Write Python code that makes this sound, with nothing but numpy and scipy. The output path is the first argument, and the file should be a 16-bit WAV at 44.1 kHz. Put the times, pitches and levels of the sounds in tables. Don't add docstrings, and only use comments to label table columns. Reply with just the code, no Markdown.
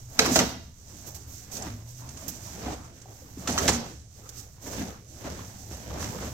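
import sys
import numpy as np
from scipy import signal
from scipy.fft import rfft, irfft
from scipy.io import wavfile
from scipy.ndimage import uniform_filter1d

SR = 44100
rng = np.random.default_rng(int(sys.argv[2]) if len(sys.argv) > 2 else 0)


def unload_audio(sound):
    columns = np.transpose(np.atleast_2d(sound))
    steps = np.round(np.clip(columns, -1, 1) * 32767)
    wavfile.write(sys.argv[1], SR, steps.astype(np.int16))


N = 279132
T = np.arange(N) / SR

# (peak time [s], build-up [s], dying away [s],
# crisp rustle [dB], heavy flap [dB], floor shuffle [dB])
MOVES = [(0.22, 0.055, 0.22, -43, -28.5, -49), (0.36, 0.17, 0.2, -35.5, -33.5, -33.5),
         (0.98, 0.28, 1, -55, -55.5, -50), (1.36, 0.17, 0.19, -48.5, -59.5, -62),
         (1.64, 0.26, 0.19, -44, -42.5, -44), (2.0, 0.081, 0.27, -55, -57.5, -66),
         (2.26, 0.61, 0.28, -53, -50.5, -54), (2.63, 0.59, 0.2, -45.5, -45.5, -43.5),
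         (3.42, 0.2, 0.049, -50.5, -72, -47), (3.636, 0.23, 0.26, -38.5, -31.5, -35.5),
         (4.34, 0.23, 0.35, -51, -53.5, -66), (4.8, 0.18, 0.22, -47.5, -39, -38),
         (5.28, .17, 0.47, -47.5, -44, -40.5), (5.73, 0.083, 1, -54, -52, -58),
         (6.06, 0.48, 0.75, -46.5, -43.5, -38.5)]
# (time [s], crisp rustle [dB],
# airy rustle [dB], heavy flap [dB])
STIR = [(0, -55.5, -65, -61), (.5, -76, -81, -69), (.85, -54.5, -67, -83), (.95, -57.5, -69, -64),
        (1.8, -60, -67, -77), (2.8, -60.5, -74, -55.5), (3.3, -57.5, -61.5, -57.5), (3.95, -62, -85, -106),
        (4.2, -61.5, -70, -59.5), (4.55, -84, -78, -76), (5.1, -59, -71, -86), (5.62, -58, -67, -79),
        (6.33, -63, -63, -59)]
# (time [s], level [dB], body against rustle [dB],
# air against rustle [dB], length [s])
SWISHES = [(0.083, -48, -2, -6, 0.15), (1.051, -46.5, -2.5, -3.5, 0.14), (1.144, -37, -22, -7, 0.061),
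           (1.265, -53.5, -6, 1, 0.19), (1.51, -37.5, -10, -9, 0.13), (2.279, -38, -14, 0, 0.057),
           (2.609, -54, 17, -14, 0.25), (4.29, -39.5, -31, -10, 0.026), (4.351, -44.5, -35, -9, 0.13),
           (4.587, -41.5, -3, -9, 0.27), (5.172, -55, 16, -21, 0.31), (5.952, -48, 10.5, -15, 0.21),
           (6.205, -48.5, 14, -17, 0.14)]
# (time [s], crack peak [dB], body against crack [dB], body pitch [Hz],
# length [s])
SNAPS = [(0.19, -15, 6.5, 1890, 0.0041), (0.25, -27, 9, 980, 0.013), (0.314, -25, -24, 563, 0.012),
         (0.3567, -10.5, -3, 1520, 0.0059), (0.39, -18, 4, 1660, 0.0037), (0.399, -29, 6, 1160, 0.0044),
         (1.566, -26, -27, 820, 0.0066), (1.621, -26, -24, 615, 0.0033), (2.089, -32.5, -16, 536, 0.004),
         (2.17, -35.5, -24, 590, 0.0071), (3.015, -39.5, -15, 605, 0.0061),
         (3.472, -22.5, -1.5, 900, 0.0076), (3.493, -29.5, 1, 503, 0.01), (3.507, -25, -20, 773, 0.0037),
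         (3.517, -24.5, -21, 773, 0.008), (3.5775, -23.5, 1.5, 2300, 0.003),
         (3.583, -21.5, 1, 1400, 0.0047), (3.677, -13.5, -0.5, 1720, 0.007), (3.687, -16.5, 0, 605, 0.0075),
         (3.713, -23, -7, 700, 0.034), (4.72, -39.5, 1.5, 770, 0.018), (5.715, -49, 8.5, 497, 0.035),
         (5.996, -43, 8, 590, 0.022), (6.024, -46, 18, 1080, 0.0052), (6.041, -44.5, 13, 2180, 0.004)]
# (time [s], starting level [dB], starting pitch [Hz],
# t60 [s])
POPS = [(0.191, -19.5, 254, 0.047), (0.205, -19, 466, 0.072), (0.275, -20.5, 352, 0.066),
        (0.316, -16.5, 260, 0.083), (0.359, -16.5, 671, 0.06), (0.392, -18, 696, 0.042),
        (2.682, -31, 753, 0.081), (3.057, -40.5, 768, 0.031), (3.22, -47, 533, 0.16),
        (3.373, -25, 297, 0.024), (3.458, -41, 1170, .04), (3.578, -11.5, 1230, 0.0092),
        (3.686, -20, 400, 0.031), (5.275, -29, 600, 0.035), (5.392, -36, 1070, .025),
        (5.909, -36, 1150, .025), (2.706, -31.5, 810, 0.035)]
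# (time [s], thud peak [dB], slap against thud [dB], boost of the deepest floor mode [dB])
STEPS = [(0.187, -35, 16, 1), (0.358, -26.5, 9, 9), (0.399, -26.5, 6.5, -2), (1.337, -45.5, -22, 16),
         (1.659, -34, -3, 10.5), (2.271, -40.5, -2.5, 8), (2.656, -29, -0.5, 13), (2.699, -36.5, 1, -1),
         (3.374, -39.5, -9, 1), (3.485, -27, 3, -5), (3.682, -24.5, 5, 5), (4.659, -48, 11, -2),
         (4.79, -35.5, -26, 3), (5.239, -42, 6.5, 11), (5.703, -38, -3, 18), (5.846, -40, -20, 20),
         (6.019, -31, -16, 15), (6.228, -43.5, 8, 8)]
# (mean frequency [Hz], level [dB], t60 [s])
FLOOR_MODES = [(70, -8, 0.16), (80.8, -14.5, 0.52), (112.4, -3.5, 0.16), (176.1, -6, 0.17),
               (244.5, -3, 0.15), (298, -7, 0.12)]
# (frequency [Hz], level [dB])
CRISP = [(900, -13.5), (2200, -8), (3500, -6.5), (5000, -3.5), (8800, 3.5), (10500, -1.5), (13000, -35.5)]
# (frequency [Hz], level [dB])
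AIRY = [(8500, -37), (10500, 0), (12500, 6), (16000, 9.5)]
# (frequency [Hz], level [dB])
FLAP = [(40, -64), (120, -10), (250, -1), (420, -6), (720, -6.5), (900, -9.5), (1300, -14), (2200, -18.5),
        (4500, -27), (7000, -37.5)]
# (frequency [Hz], level [dB])
CRUMPLE = [(600, -18), (1500, -1.5), (3500, -11.5)]
# (frequency [Hz], level [dB])
SHUFFLE = [(20, -45), (45, -26.5), (65, 5), (120, -4), (200, -5), (350, -34.5)]
# (depth [dB], changes per second [1/s])
FOLDS = (3.7, 22)
# (frequency [Hz], t60 [s])
GYM_T60 = [(100, 1), (300, 0.4), (1000, 0.51), (4000, 0.57), (7000, 0.15), (12000, 0.2)]
# (frequency [Hz], level [dB])
VENT = [(20, -3), (45, -5), (70, 3), (120, 2), (165, -14.5), (400, -36.5), (1000, -38), (3000, -49),
        (16000, -59)]
# (time [s], level [dB])
HUM = [(0.0, -57.5), (0.41, -47), (0.65, -68), (1.95, -50), (2.1, -56), (3.49, -59), (3.61, -62),
       (4.32, -64), (6.33, -52)]
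# (frequency [Hz], left [dB], right [dB])
PORTS = [(2500, 2, 2), (4520, 2, 7.5), (5040, -0.5, 10.5), (6180, -4, 15.5), (7970, -4.5, 6),
         (8770, -29, -3), (8960, -4, -5), (10600, -15, -0.5), (13300, -8, 2), (15800, -45, -7)]

MOVE_RANGE_DB = 20
MOVE_ROUND = 1.273
MOVE_AIR_DB = -8.5
STIR_SHUFFLE_DB = -63
CRUMPLE_DB = -17
SNAP_AIR_DB = -28
VENT_DB, HUM_HZ = -51.5, 117.4
PORT_GAP_M = 0.172
OFF_AXIS = .12
SOUND_SPEED = 343
CEILING = .85
TOP_HZ = 15850


def movement():
    s, rise, fall, *peaks = columns(MOVES)
    from_peak = np.maximum((s - T) / rise, (T - s) / fall)
    power_shape = undb(-MOVE_RANGE_DB * from_peak ** MOVE_ROUND) ** 2
    moves = undb(np.hstack(peaks).T) ** 2 @ power_shape

    stir_s, *stir_levels = np.transpose(STIR)
    stir, stir_air, stir_flap = (undb(np.interp(T, stir_s, db)) ** 2 for db in stir_levels)
    crisp = np.sqrt(moves[0] + stir)
    airy = np.sqrt(moves[0] * undb(MOVE_AIR_DB) ** 2 + stir_air)
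    flap = np.sqrt(moves[1] + stir_flap)
    shuffle = np.sqrt(moves[2] + undb(STIR_SHUFFLE_DB) ** 2)

    fibres = grains((2, N), rate=20000, spread_db=0.0) * undb(2.66 * walk(21.86))
    folds = grains((2, N), rate=2500, spread_db=1.5) * undb(1.7 * walk(25))
    creases = grains((2, N), rate=900, spread_db=2.0)
    soles = grains((2, N), rate=400, spread_db=-2.0)

    out = crisp * texture(fibres, CRISP, 3500, 9000)
    out = out + airy * texture(fibres, AIRY, 9500, 15500)
    out = out + flap * clumps(texture(folds, FLAP, 250, 1500), *FOLDS)
    out = out + flap * undb(CRUMPLE_DB) * texture(creases, CRUMPLE, 900, 3000)
    return out + shuffle * texture(soles, SHUFFLE, 45, 200)


def swishes():
    size = SR // 3
    s, level_db, body_db, airy_db, length = columns(SWISHES)
    phase = np.minimum(T[:size] / np.clip(length, .005, .3), 1)
    late = np.minimum(0.28 + 1.96 * length, 1)
    envelope = np.sin(np.pi * phase ** late) ** 2 * np.exp(-phase)
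    sides = []
    for _ in range(2):
        ticks = grains((len(s), size), rate=13000, spread_db=0.0)
        sweep = cloth(ticks, colour(ticks, FLAP), body_db, airy_db, np.std) * envelope
        sides.append(lay(s[:, 0], undb(level_db) * sweep, count=1)[0])
    return diffuse(np.array(sides)) * undb(2.7 * walk(60))


def snaps(tails):
    size = SR // 8
    s, peak_db, body_db, body_hz, length = columns(SNAPS)
    phase = T[:size] / np.clip(length, .002, .03)
    shape = np.minimum(phase / 0.9, 1) * np.exp(-phase ** 1.07)
    ticks, other = (grains((len(s), size), rate=8000, spread_db=2.0) * shape for _ in range(2))
    body = np.array([colour(x, body_spectrum(hz)) for x, hz in zip(ticks, body_hz[:, 0])])
    sides = []
    for side_ticks in (ticks, other):
        snap = cloth(side_ticks, body, body_db, SNAP_AIR_DB, row_peak)
        sides.append(lay(s[:, 0], undb(peak_db) * snap, len(tails)))
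    left, right = sides
    return reverberate(left, tails, wet_db=-6.5, right=right)


def body_spectrum(hz):
    return [(hz / 12, -45), (hz / 3, -11), (hz / 0.89, -5), (hz, 0), (hz * 1.31, -5), (hz * 6, -16)]


def pops(tails):
    t = T[:SR // 8]
    s, peak_db, hz, t60 = columns(POPS)
    tone = np.sin(2 * np.pi * hz * t * (1 - 1.64 * t))
    onset = np.minimum(t * hz / 0.8, 1)
    ring = tone * onset * undb(peak_db - 60 * t / np.maximum(t60, .01))
    places = lay(s[:, 0], ring, len(tails))
    return reverberate(places, tails, wet_db=-7.0, right=places)


def steps(tails):
    t = T[:SR // 2]
    s, peak_db, slap_db, deep_db = columns(STEPS)
    ring = 0
    for k, (hz, db, t60) in enumerate(FLOOR_MODES):
        detune = rng.standard_normal((len(s), 1))
        level = undb(db + deep_db * (k == 0) - 60 * t / t60)
        ring = ring + level * np.sin(2 * np.pi * hz * (1 + 0.056 * detune) * t)
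    thud = colour(ring * np.minimum(t / 0.0086, 1), [(25, -23.5), (55, 5.0), (400, 8.0)])
    slap_shape = np.minimum(t / 0.0126, 1) * undb(-60 * t / 0.073)
    slap = colour(rng.standard_normal(thud.shape) * slap_shape, FLAP)
    thud, slap = (x / row_peak(x) for x in (thud, slap))
    places = lay(s[:, 0], undb(peak_db) * (thud + undb(slap_db) * slap), len(tails))
    return reverberate(places, tails, wet_db=-0.5, right=places)


def gym(count=3):
    t, tail = T[:SR * 3 // 4], 0
    noise = np.array([diffuse(rng.standard_normal((2, len(t)))) for _ in range(count)])
    for hz in 63 * 2. ** np.arange(8):
        top = hz * np.sqrt(2) * (1 + .6 * (hz > 8000))
        band = signal.butter(3, [hz / np.sqrt(2), top], "bandpass", fs=SR, output="sos")
        t60 = on_log(hz, GYM_T60, column=1)
        part = signal.sosfilt(band, np.roll(noise, int(hz), axis=-1))
        tail = tail + part * undb(-60 * t / t60) / np.sqrt(t60)
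    tail = tail * np.clip((t - .003) / 0.0018, 0, 1)
    uneven = np.array([walk(250)[:len(t)] for _ in range(count)])[:, None]
    tail = tail * undb(6.6 * uneven * np.exp(-t / 0.042))
    return tail / np.sqrt(np.mean(np.sum(tail ** 2, axis=-1)))


def reverberate(places, tails, wet_db, right):
    wet = signal.fftconvolve(places[:, None], tails, axes=-1).sum(axis=0)[:, :N]
    delay = round(OFF_AXIS * PORT_GAP_M / SOUND_SPEED * SR)
    lags = rng.choice([-1, 1], len(places)) * delay
    direct = [places.sum(axis=0), sum(np.roll(x, lag) for x, lag in zip(right, lags))]
    return np.array(direct)[:, :N] + undb(wet_db) * wet


def ventilation():
    air = diffuse(colour(rng.standard_normal((2, N)), VENT)) * undb(1.0 * walk(4.52))
    hum_phase = 2 * np.pi * np.cumsum(HUM_HZ + 5.0 * walk(12)) / SR
    hum_db = np.interp(T, *np.transpose(HUM)) + 4.65 * walk(16)
    hum = np.sqrt(2) * np.sin(hum_phase) * undb(hum_db)
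    return air * undb(VENT_DB) / np.std(air) + hum


def cloth(ticks, body, body_db, airy_db, measure):
    parts = [(colour(ticks, CRISP), 0, 3500, 9000),
             (body, body_db, 300, 2500),
             (colour(ticks, AIRY), airy_db, 9500, 15500)]
    total = 0
    for part, rel_db, lo_hz, hi_hz in parts:
        in_band = heard(part.ravel(), lo_hz, hi_hz).reshape(part.shape)
        total = total + undb(rel_db) * part / measure(in_band)
    return total


def texture(source, points, lo_hz, hi_hz):
    field = diffuse(colour(source, points))
    return field / np.std(heard(field, lo_hz, hi_hz))


def clumps(x, patchy_db, rate):
    edges = 140 * 2 ** (np.arange(11) / 3)
    out = x
    for lo, hi in zip(edges[:-1], edges[1:]):
        band = signal.sosfilt(signal.butter(1, [lo, hi], "bandpass", fs=SR, output="sos"), x)
        gain = undb(patchy_db * walk(rate) - patchy_db ** 2 / 9)
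        out = out + band * (gain - 1)
    return out


def grains(shape, rate, spread_db):
    struck = rng.random(shape) < rate / SR
    spread = undb(spread_db * np.minimum(rng.exponential(size=shape), 4))
    return struck * rng.standard_normal(shape) * spread


def walk(rate):
    k = int(SR / rate)
    held = np.repeat(rng.standard_normal(N // k + 1), k)
    return 1.3 * uniform_filter1d(uniform_filter1d(held, k), k)[:N]


def diffuse(pair):
    hz = np.arange(pair.shape[1] // 2 + 1) * SR / pair.shape[1]
    alike = .96 * np.clip(np.sinc(2 * hz * PORT_GAP_M / SOUND_SPEED), 0, 1)
    alike = alike * (hz < SOUND_SPEED / (2 * PORT_GAP_M))
    first, second = rfft(pair)
    mid = np.sqrt(1 + alike) * (first + second) / 2
    side = np.sqrt(1 - alike) * (first - second) / 2
    return irfft(np.array([mid + side, mid - side]), pair.shape[1])


def lay(times, sounds, count):
    places = np.zeros((count, N + sounds.shape[1]))
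    for k, (s, sound) in enumerate(zip(times, sounds)):
        start = int(s * SR)
        places[k % count, start:start + len(sound)] += sound
    return places[:, :N]


def columns(table):
    return [c[:, None] for c in np.transpose(table)]


def row_peak(x):
    return np.abs(x).max(axis=1, keepdims=True)


def undb(db):
    return 10 ** (np.asarray(db) / 20)


def on_log(hz, points, column):
    table = np.array(points, float)
    return np.interp(np.log(np.maximum(hz, 1)), np.log(table[:, 0]), table[:, column])


def response(points, column=1, size=4096):
    level_db = on_log(np.arange(size // 2 + 1) * SR / size, points, column)
    cep = irfft(level_db * np.log(10) / 20)
    cep[1:size // 2] *= 2
    cep[size // 2 + 1:] = 0
    return irfft(np.exp(rfft(cep)))[:size // 2]


def colour(x, points):
    taps = response(points).reshape((1,) * (x.ndim - 1) + (-1,))
    return signal.fftconvolve(x, taps, axes=-1)[..., :x.shape[-1]]


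def ports(x):
    taps = np.array([response(PORTS, column=c, size=1024) for c in range(1, 3)])
    return signal.fftconvolve(x, taps, axes=1)[:, :x.shape[1]]


def heard(x, lo_hz, hi_hz):
    band = signal.butter(2, [lo_hz, hi_hz], "bandpass", fs=SR, output="sos")
    return signal.sosfilt(band, ports(x * np.ones((2, 1))).mean(axis=0))


def scene():
    tails = gym()
    moving_cloth = movement() + swishes()
    return moving_cloth + snaps(tails) + steps(tails) + ventilation() + pops(tails)


def record(dry):
    rounded = CEILING * np.tanh(ports(dry) / CEILING)
    return signal.sosfilt(signal.ellip(12, .3, 90, TOP_HZ, fs=SR, output="sos"), rounded)


dry = scene()
out = record(dry)
unload_audio(out)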